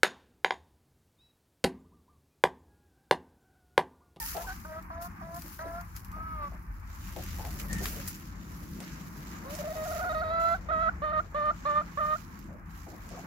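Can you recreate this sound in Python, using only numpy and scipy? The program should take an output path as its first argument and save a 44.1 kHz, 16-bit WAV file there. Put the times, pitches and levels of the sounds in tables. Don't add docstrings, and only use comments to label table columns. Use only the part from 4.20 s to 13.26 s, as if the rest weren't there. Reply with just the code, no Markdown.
import sys
import numpy as np
from scipy import signal
from scipy.fft import rfft, irfft
from scipy.io import wavfile
from scipy.ndimage import uniform_filter1d

SR = 44100
rng = np.random.default_rng(int(sys.argv[2]) if len(sys.argv) > 2 else 0)


def voltage_ratio(level):
    return 10 ** (np.asarray(level, float) / 20)


def digitize_waveform(pressure):
    field = np.atleast_2d(pressure).T
    bounded = np.clip(field, -1, 1)
    quanta = np.round(bounded * 32767).astype(np.int16)
    wavfile.write(sys.argv[1], SR, quanta)


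N = 399546

# (time [s], pitch [Hz], first partial [dB], second partial [dB])
DRAWL = [
    (5.25, 511.2, -49.5, -51),
    (5.34, 613, -43.5, -66),
    (5.41, 587, -37.5, -59),
    (5.52, 631, -38, -54.5),
    (5.7, 623, -39, -49),
    (5.905, 626.5, -34.5, -36),
    (6.095, 637.5, -37, -41.5),
    (6.115, 659.4, -35.5, -35),
    (6.352, 676.6, -34, -30),
]
# (start [s], length [s], pitch [Hz], first partial [dB], second partial [dB])
NEAR_CLUCKS = [
    (6.486, 0.21, 645, -37, -34),
    (6.818, .19, 611.7, -37, -34.5),
    (7.144, 0.17, 598, -36.5, -33.5),
]
LATE_CLUCKS = [
    (7.451, 0.17, 592.3, -37, -29),
    (7.772, 0.192, 608, -39.5, -30),
]
FAR_CHIRPS = [
    (0, 0.059, 874, -43.5, -48),
    (.146, 0.071, 651, -41, -53),
    (.268, 0.057, 731, -42.5, -42),
]
FAR_CLUCKS = [
    (.447, 0.15, 622, -44.5, -60.5),
    (.7, .17, 671, -44, -64.5),
    (1.01, 0.174, 662.6, -44, -65.5),
    (1.39, .22, 665, -42.5, -59),
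]
# (time [s], pitch [Hz], first partial [dB], second partial [dB])
WHINE = [
    (1.925, 600, -77, -52),
    (1.96, 624.5, -68, -47.5),
    (2.05, 648, -69, -46),
    (2.13, 636, -67, -44),
    (2.205, 598, -50, -47.5),
    (2.23, 582, -52, -39.5),
    (2.285, 562, -57, -48),
]
# (share of length [0-1], pitch [ratio], first partial [dB], second partial [dB],
# half lines against the first partial [dB]); the late one throbs twice and fades
NEAR_SHAPE = [(0, .925, -2.5, -5, -31), (.13, 1.015, 1.5, 0.5, -21), (.38, .985, -2, 0, -20),
              (.7, 1.015, 0.5, 1, -21), (0.999, 1.005, -0.5, 6, -13)]
LATE_SHAPE = [(0, .925, -1.5, -6, -14), (.13, 1.015, 1, -2, -19), (.38, .985, -1.5, -2, -15),
              (.55, 1.001, -1.5, -5.5, -20), (.78, 1.02, 0, 2.5, -13.5), (1, 1.005, -4.5, -7, -25)]
FAR_SHAPE = [(0, .92, -8.5, 8, -6), (.14, 0.99, -4, 7, -11), (.55, 1.01, -0.5, 3.5, -14.5),
             (1, 1.05, -2.5, 9, -11)]
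CHIRP_SHAPE = [(0, 1.08, -2, -4.5, -34), (.5, 1.001, -1.5, 0, -19), (1, 1.06, -7, -8, -13)]
# (middle [s], length [s], pitch jump [Hz], level change [dB])
VOICE_BREAKS = [(0.464, 0.061, 20.4, -3.5), (0.704, 0.0075, 137, 1.5), (1.009, 0.02, 160, 0.5),
                (5.373, 0.03, 130, -15), (5.429, 0.022, 107, -13), (5.483, 0.014, 53, 0.5),
                (5.54, 0.028, 116, -10), (5.665, 0.019, 95, 1.5), (5.72, 0.014, 86, 2),
                (5.751, 0.019, 70, -1), (5.786, 0.0195, 75.8, -3), (5.828, 0.031, 105, -1),
                (5.872, 0.044, 92, -1.5), (5.936, 0.022, 94.5, -5), (6.027, 0.0181, 82, 1),
                (6.513, 0.0073, 74, -4), (6.627, 0.0046, 49, 0), (6.927, 0.008, 82, -4),
                (7.801, 0.0095, 56, -6.5)]
# (frequency [Hz], level [dB])
NEAR_THROAT = [(1200, -12), (1880, -12), (2500, -28.5), (3250, -31.5), (3950, -30.5), (4600, -45),
               (5600, -74), (6600, -51.5), (8000, -63)]
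DRAWL_THROAT = [(1880, -14), (2500, -27), (3200, -37), (3850, -23), (4450, -30), (5200, -56), (8000, -70)]
FAR_THROAT = [(1200, 21), (1600, -4.5), (2000, -13.5), (2250, -54), (3500, -35), (7000, -38)]
WHINE_THROAT = [(1200, -21), (1600, -20.5), (1900, -22), (2350, -22.5), (3000, -39), (7000, -48)]
# (frequency [Hz], left over right [dB], left phase lead [rad])
NEAR_PLACE = [(600, 0.5, -1), (950, 5.5, -0.9), (1310, -8, -2), (1900, -10.5, 1.5), (3800, 6.5, 1)]
FAR_PLACE = [(600, 0.93, 1.1), (1022, -1.1, -2.5), (1320, 0.89, -1.5), (1900, -2.4, -1), (3800, 0.83, 2)]
# (delay [s], level [dB])
ECHOES = [
    (.011, -58.5),
    (.019, -21),
    (.034, -34.5),
    (.052, -29.5),
]

# (time [s], level [dB])
STRAW = [(0.0, -47), (0.5, -68), (.78, -78.5), (1.26, -65.5), (2.62, -76.5), (2.85, -61.5), (3.73, -53.5),
         (4.0, -59.5), (4.15, -70), (4.35, -61), (5.22, -62.5), (5.7, -50.5), (6.1, -65.5), (6.45, -69),
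         (7.95, -61.5), (8.42, -77.5), (8.54, -64.5), (9.06, -66)]
# (start [s], length [s], level [dB], top against the rest [dB])
SWEEPS = [(0.051, 0.094, -50, 0.5), (.815, 0.04, -59, 8), (1.14, 0.24, -65, 5), (1.756, 0.037, -59, 3),
          (3.388, 0.016, -40, -6.5), (3.502, 0.11, -50, -25), (3.622, 0.13, -52, 4.5),
          (3.874, 0.016, -58.5, 21), (5.3, 0.13, -51.5, -1.5), (6.198, 0.17, -58, 1.5),
          (1.34, 0.53, -86, 1), (8.9, .12, -59, -15)]
# (time [s], left over right [dB], top against the rest [dB])
STRAW_SIDE = [
    (0.0, -0.5, 6),
    (1.08, 4, 4.5),
    (2.7, -0.5, 5),
    (4.1, -0.5, 2),
    (5.8, -3.5, -0.5),
    (6.2, -0.5, -6),
    (7.6, -1.5, -7.5),
    (7.87, -14, -4),
    (8.4, -6.5, -2.5),
    (9.06, -2, 0),
]
# (frequency [Hz], level per Hz [dB])
RUSTLE = [(1290, 2), (2200, 0), (2940, -1), (3360, -5.5), (3810, -4), (4110, -4), (6780, -1), (7320, -1.5),
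          (9000, -25), (11700, -42), (19800, -120)]
RUSTLE_TOP = [(5000, -3), (8500, -8.5), (9020, -6.5), (11800, 2.5), (15100, -0.5), (15900, 5.5), (16200, 3)]
# (time [s], peak [dB])
THIN_TICKS = [(.6249, -42.5), (.8229, -33.5), (1.1669, -36), (1.22, -31.5), (1.611, -37), (1.764, -29),
              (1.847, -35.5), (1.916, -40), (2.598, -47), (2.9254, -36), (3.037, -29), (3.1841, -34),
              (3.858, -38), (4.97, -41), (5.1504, -58), (8.1904, -41)]
DRY_SNAPS = [
    (1.1503, -45),
    (3.2075, -56),
    (3.5295, -20),
    (3.8767, -22.5),
    (3.8914, -45),
    (5.3507, -25.5),
]
THICK_CRACKS = [
    (3.3888, -36),
    (3.404, -34),
    (3.5842, -30),
    (3.9774, -47),
    (4.6033, -32),
    (7.2558, -45),
    (8.2417, -48.5),
    (8.8903, -38),
]
FULL_CRACKS = [
    (.168, -29.5),
    (2.9631, -34),
    (3.2495, -33),
    (3.656, -22),
    (4.214, -50),
    (5.129, -50),
    (5.982, -43),
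    (9.0243, -58),
]
# (time [s], peak [dB], ring [Hz])
KNOCKS = [(0.154, -24, 702), (0.21, -37.5, 976), (0.238, -36, 980), (1.239, -43, 305), (1.399, -42, 662),
          (1.444, -31.5, 328), (1.964, -40, 666), (2.319, -41.5, 650), (2.963, -28.5, 384),
          (3.186, -30, 885), (3.243, -34.5, 720), (3.605, -30, 397), (3.663, -39, 447), (3.76, -36, 558),
          (4.601, -38, 318), (8.29, -43.5, 598), (8.338, -40.5, 590), (8.668, -37, 365), (8.719, -37, 300),
          (8.91, -37.5, 567), (8.969, -35.5, 730)]
# (time [s], pitch [Hz], level [dB])
CREAK = [
    (3.48, 1820, -58),
    (3.516, 1836, -41),
    (3.62, 1800, -47),
]

# (time [s], level over rest [dB])
STIRRING = [(0, 8.5), (.5, -7.5), (2.6, 0), (3.61, 23), (3.95, 4), (5.1, 15), (5.3, 18.5), (5.7, 21),
            (6.33, 19.5), (8.5, 0.5), (9.06, 15)]
# (time [s], level [dB])
BREEZE = [
    (0, -42),
    (2.6, -46),
    (3.61, -34.5),
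    (4.0, -45.5),
    (8.5, -45),
    (9.06, -46),
]
# (frequency [Hz], level per Hz [dB])
RUMBLE = [(18, -35.5), (30, -17), (38, 4), (54, 1.5), (92, -2), (108, -9), (125, -15.5), (160, -26),
          (280, -120)]
DRONE = [(68, -32), (115, -9), (152, -3), (173, 1), (196, -1.5), (236, -8), (329, -11), (420, -26.5),
         (550, -30.5), (920, -120)]
SHUFFLE = [(250, -3.5), (350, -6.5), (500, -2), (800, -4.5), (1100, -5.5), (1600, -8)]
TRAFFIC = [(410, -29), (700, -5.5), (871, 5), (1130, 8), (1260, 7), (1470, 3), (1600, 3.5), (2400, -4.5),
           (2960, -22), (4500, -72), (5850, -71), (9900, -120)]
# (frequency [Hz], left-right likeness [-1 to 1])
LIKENESS = [(60, 0.95), (150, 1), (380, 0.66), (950, -0.13), (2380, -0.032), (5980, -0.033),
            (15000, 0.0084)]


def rms_one(x):
    return x / np.sqrt(np.mean(x ** 2) + 1e-20)


def in_time(rows):
    s, *columns = np.transpose(rows)
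    return [np.interp(np.arange(N) / SR, s, column) for column in columns]


def at_hz(points, hz, order=1):
    points = np.array(points)
    return np.interp(np.log(hz), np.log(points[:, 0]), points[:, order])


def drift(rate, size=N):
    r = np.exp(-16 * np.pi * rate / SR)
    white = rng.standard_normal(size // 8 + 8002)
    slow = signal.lfilter([1], [1, -2 * r, r * r], white)[8000:]
    return np.interp(np.arange(size) / 8, np.arange(len(slow)), rms_one(slow))


def band(x, low_hz, high_hz):
    return signal.sosfilt(signal.butter(2, [low_hz, high_hz], "band", fs=SR, output="sos"), x)


def sides(pan_db):
    return voltage_ratio(np.array([pan_db / 2, -pan_db / 2]))


def coloured(white, spectrum, patchy_db, rate):
    hz = np.maximum(np.fft.rfftfreq(N, 1 / SR), 1)
    alike = np.clip(at_hz(LIKENESS, hz), -.99, .99)
    mid, side = rfft(white) * voltage_ratio(at_hz(spectrum, hz)) * np.sqrt([1 + alike, 1 - alike])
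    pair = np.array([mid + side, mid - side])
    low_hz, high_hz = spectrum[0][0], spectrum[-1][0]
    half_octave = np.log2(hz / low_hz) * 2
    out, together = 0, drift(rate / 4)
    for k in range(int(np.log2(high_hz / low_hz) * 2) + 2):
        share = np.clip(1 - np.abs(half_octave - k), 0, 1)
        flicker = voltage_ratio(patchy_db * (1.86 * together + drift(rate)))
        out = out + flicker * irfft(pair * share, N)
    return out / np.sqrt(np.mean(out.mean(axis=0) ** 2))


def hen(calls, throat, place, jitter, shimmer_db, breath_db, tail_s, first_share, half_lift_db, hoarse_db):
    out, (jump, dip) = np.zeros((2, N)), voice_breaks()
    for rows in calls:
        s, pitch, first_db, second_db, half_db = np.transpose(rows)
        at = np.arange(round(s[0] * SR), round((s[-1] + .04) * SR))
        t = at / SR
        hz = np.interp(t, s, pitch) * (1 + jitter * drift(86, size=len(t))) + jump[at]
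        phase = 2 * np.pi * np.cumsum(hz) / SR
        attack = np.clip((t - s[0]) / 0.0024, 0, 1) ** 2
        edge = attack * np.exp(-np.maximum(t - s[-1], 0) / tail_s)
        upper_db = first_share * first_db + (1 - first_share) * second_db
        for k in np.arange(1, 10.5, .5):
            half_line = k % 1 > 0
            curve_db = half_db if half_line else {1: first_db, 2: second_db}.get(k, upper_db)
            level_db = np.interp(t, s, curve_db)
            if k > 2:
                lift_db = half_lift_db if half_line else 0
                level_db = level_db + at_hz(throat, k * hz) + lift_db - 0.065 * jump[at]
            level_db = level_db + dip[at] + shimmer_db * np.sqrt(k) * drift(36, size=len(t))
            breath = drift(400, size=len(t)) + 1j * drift(400, size=len(t))
            rasp = voltage_ratio(min(breath_db + hoarse_db * (k - 1), -1.5)) * breath
            wave = np.exp(1j * (k * phase + rng.uniform(0, 6.2)))
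            tone = np.sqrt(2) * voltage_ratio(level_db) * edge * (1 + rasp) * wave
            mean_hz = k * pitch.mean()
            lead = at_hz(place, mean_hz, order=2)
            pair = sides(at_hz(place, mean_hz)) * np.exp(.5j * lead * np.array([1, -1]))
            out[:, at] += np.real(pair[:, None] / np.abs(pair.mean()).clip(.3) * tone)
    return out


def voice_breaks():
    jump, dip = np.zeros(N), np.zeros(N)
    ends = [DRAWL[-1][0]] + [s + length for s, length, *_ in NEAR_CLUCKS + LATE_CLUCKS]
    last_flips = [(end + .003, .02, 85, -4) for end in ends]
    for s, length, jump_hz, dip_db in VOICE_BREAKS + last_flips:
        t = np.arange(max(round((s - .05) * SR), 0), round((s + .05) * SR))
        shape = 1 / (1 + np.exp((np.abs(t / SR - s) - length / 2) / 0.0012))
        jump[t] += jump_hz * shape
        dip[t] += dip_db * shape
    return jump, dip


def shaped(calls, shape):
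    return [[(s + share * length, hz * ratio, first_db + a_db, second_db + b_db, first_db + half_db)
             for share, ratio, a_db, b_db, half_db in shape]
            for s, length, hz, first_db, second_db in calls]


def long_call(rows, half_db):
    return [[(*row, row[-1] + half_db) for row in rows]]


def yard(x):
    dull, out = band(x[::-1], 300, 1800), x.copy()
    for delay, db in ECHOES:
        lag = round(delay * SR)
        out[:, lag:] += voltage_ratio(db) * dull[:, :-lag]
    return out


def straw():
    t = np.arange(N) / SR
    edge_s = 0.013
    low_power = top_power = voltage_ratio(in_time(STRAW)[0]) ** 2
    for s, length, db, top_db in SWEEPS:
        rise = np.tanh((t - s) / edge_s * 2)
        fall = np.tanh((t - s - length) / edge_s / 2)
        on = (rise - fall).clip(0) / 2
        low_power = low_power + (voltage_ratio(db) * on) ** 2
        top_power = top_power + (voltage_ratio(db + top_db) * on) ** 2
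    cracks_per_s = 500 * voltage_ratio(6.0 * np.tanh(drift(20)))
    crack_size = voltage_ratio(1.96 * np.minimum(rng.exponential(1, N), 2.6))
    cracks = crack_size * (rng.random(N) < cracks_per_s / SR)
    burst = 1 + 0.71 * signal.lfilter([1], [1, -.97], cracks)
    low = coloured(burst * rng.standard_normal((2, N)), RUSTLE, patchy_db=1.5, rate=12.1)
    top = coloured(burst * rng.standard_normal((2, N)), RUSTLE_TOP, patchy_db=-0.26, rate=7.2)
    top_gain = voltage_ratio(in_time(STRAW_SIDE)[1] + 3.0)
    return voltage_ratio(1.5) * np.sqrt(low_power) * low + top_gain * np.sqrt(top_power) * top


def snaps():
    out, t = np.zeros((2, N)), np.arange(2000) / SR
    decay = np.exp(-t / 0.0028) + 0.31 * np.exp(-t / 0.023)
    # (snaps, low part [dB], top part [dB])
    kinds = [(THIN_TICKS, -11, 7.1), (DRY_SNAPS, -12, -11), (THICK_CRACKS, -5, -14), (FULL_CRACKS, -1.9, 5.4)]
    for table, low_db, top_db in kinds:
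        for s, peak_db in table:
            puff = rng.standard_normal((2, len(t))) * decay
            puff = 0.45 * puff + 0.23 * puff[0]
            snap = band(puff, 3740, 9600)
            snap = snap + voltage_ratio(low_db + 8.5) * band(puff, 1000, 4600)
            snap = snap + voltage_ratio(top_db - 6.0) * band(puff, 9200, 15000)
            i = round(s * SR)
            out[:, i:i + len(t)] += (voltage_ratio(peak_db - 2.0) * snap)[:, :N - i]
    return out


def knocks():
    out, t = np.zeros((2, N)), np.arange(5000) / SR
    for s, peak_db, hz in KNOCKS:
        push = rng.standard_normal((2, len(t))) * (t / .012) * np.exp(-t / 0.015)
        push = push + push[0]
        ring = band(push, hz * 0.867, hz * 1.074)
        body = ring + 0.38 * band(band(push, 344, 800), 340, 890)
        i = round((s - .006) * SR)
        out[:, i:i + len(t)] += (voltage_ratio(peak_db - 3.0) * body / np.abs(body).max())[:, :N - i]
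    return out


def creak():
    hz, level_db = in_time(CREAK)
    t = np.arange(N) / SR
    on = uniform_filter1d(1. * (t > CREAK[0][0]) * (t < CREAK[-1][0]), size=600)
    phase = 2 * np.pi * np.cumsum(hz) / SR
    rough = np.array([drift(70) * np.sin(phase), drift(70) * np.cos(phase)])
    return voltage_ratio(level_db + 1.0) * on * rough


def outdoors():
    (stir_db,), (rumble_db,) = in_time(STIRRING), in_time(BREEZE)
    swing_db = 0.37 * (rumble_db - rumble_db.mean())
    rise_db = 0.5862 * np.arange(N) / SR
    drone_db = -53 + 0.25 * stir_db + swing_db + rise_db
    noise = rng.standard_normal((4, 2, N))
    rumble = voltage_ratio(rumble_db) * coloured(noise[0], RUMBLE, patchy_db=1.5, rate=1.3) * sides(2.0)[:, None]
    drone = voltage_ratio(drone_db) * coloured(noise[3], DRONE, patchy_db=1.62, rate=4.1) * sides(1.8)[:, None]
    shuffle = coloured(noise[1], SHUFFLE, patchy_db=1.6, rate=46) * sides(3.1)[:, None]
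    traffic = voltage_ratio(-58) * coloured(noise[2], TRAFFIC, patchy_db=1.1, rate=24)
    return rumble + drone + voltage_ratio(stir_db - 72.5) * shuffle + traffic


def scene():
    near_rough = dict(jitter=.0045, breath_db=-26, hoarse_db=3.7, shimmer_db=1.1)
    drawl = hen(long_call(DRAWL, half_db=-21), DRAWL_THROAT, NEAR_PLACE,
                tail_s=0.0073, first_share=0.61, half_lift_db=1.5, **near_rough)
    near_calls = shaped(NEAR_CLUCKS, NEAR_SHAPE) + shaped(LATE_CLUCKS, LATE_SHAPE)
    near = hen(near_calls, NEAR_THROAT, NEAR_PLACE,
               tail_s=0.0023, first_share=0.57, half_lift_db=10, **near_rough)
    far_calls = shaped(FAR_CHIRPS, CHIRP_SHAPE) + shaped(FAR_CLUCKS, FAR_SHAPE)
    far = hen(far_calls, FAR_THROAT, FAR_PLACE, jitter=.005, shimmer_db=2.1, breath_db=-21,
              tail_s=0.0084, first_share=0.11, half_lift_db=1.5, hoarse_db=9)
    whine = hen(long_call(WHINE, half_db=-15), WHINE_THROAT, FAR_PLACE, jitter=0.0025, shimmer_db=1.1,
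                breath_db=-22, tail_s=0.0042, first_share=0.34, half_lift_db=14.5, hoarse_db=4.0)
    stalks = (straw() + snaps()) * sides(in_time(STRAW_SIDE)[0])
    return yard(far + whine + drawl + near) + stalks + knocks() + creak() + outdoors()


def roll_off(x):
    return signal.sosfilt(signal.butter(12, 16050, fs=SR, output="sos"), x)


def record(dry):
    no_bass = signal.sosfilt(signal.butter(6, 38, "high", fs=SR, output="sos"), dry)
    top_cut = signal.cheby2(12, 60, 16100 * 1.03, fs=SR, output="sos")
    return roll_off(signal.sosfilt(top_cut, no_bass))


dry = scene()
out = record(dry)
digitize_waveform(out)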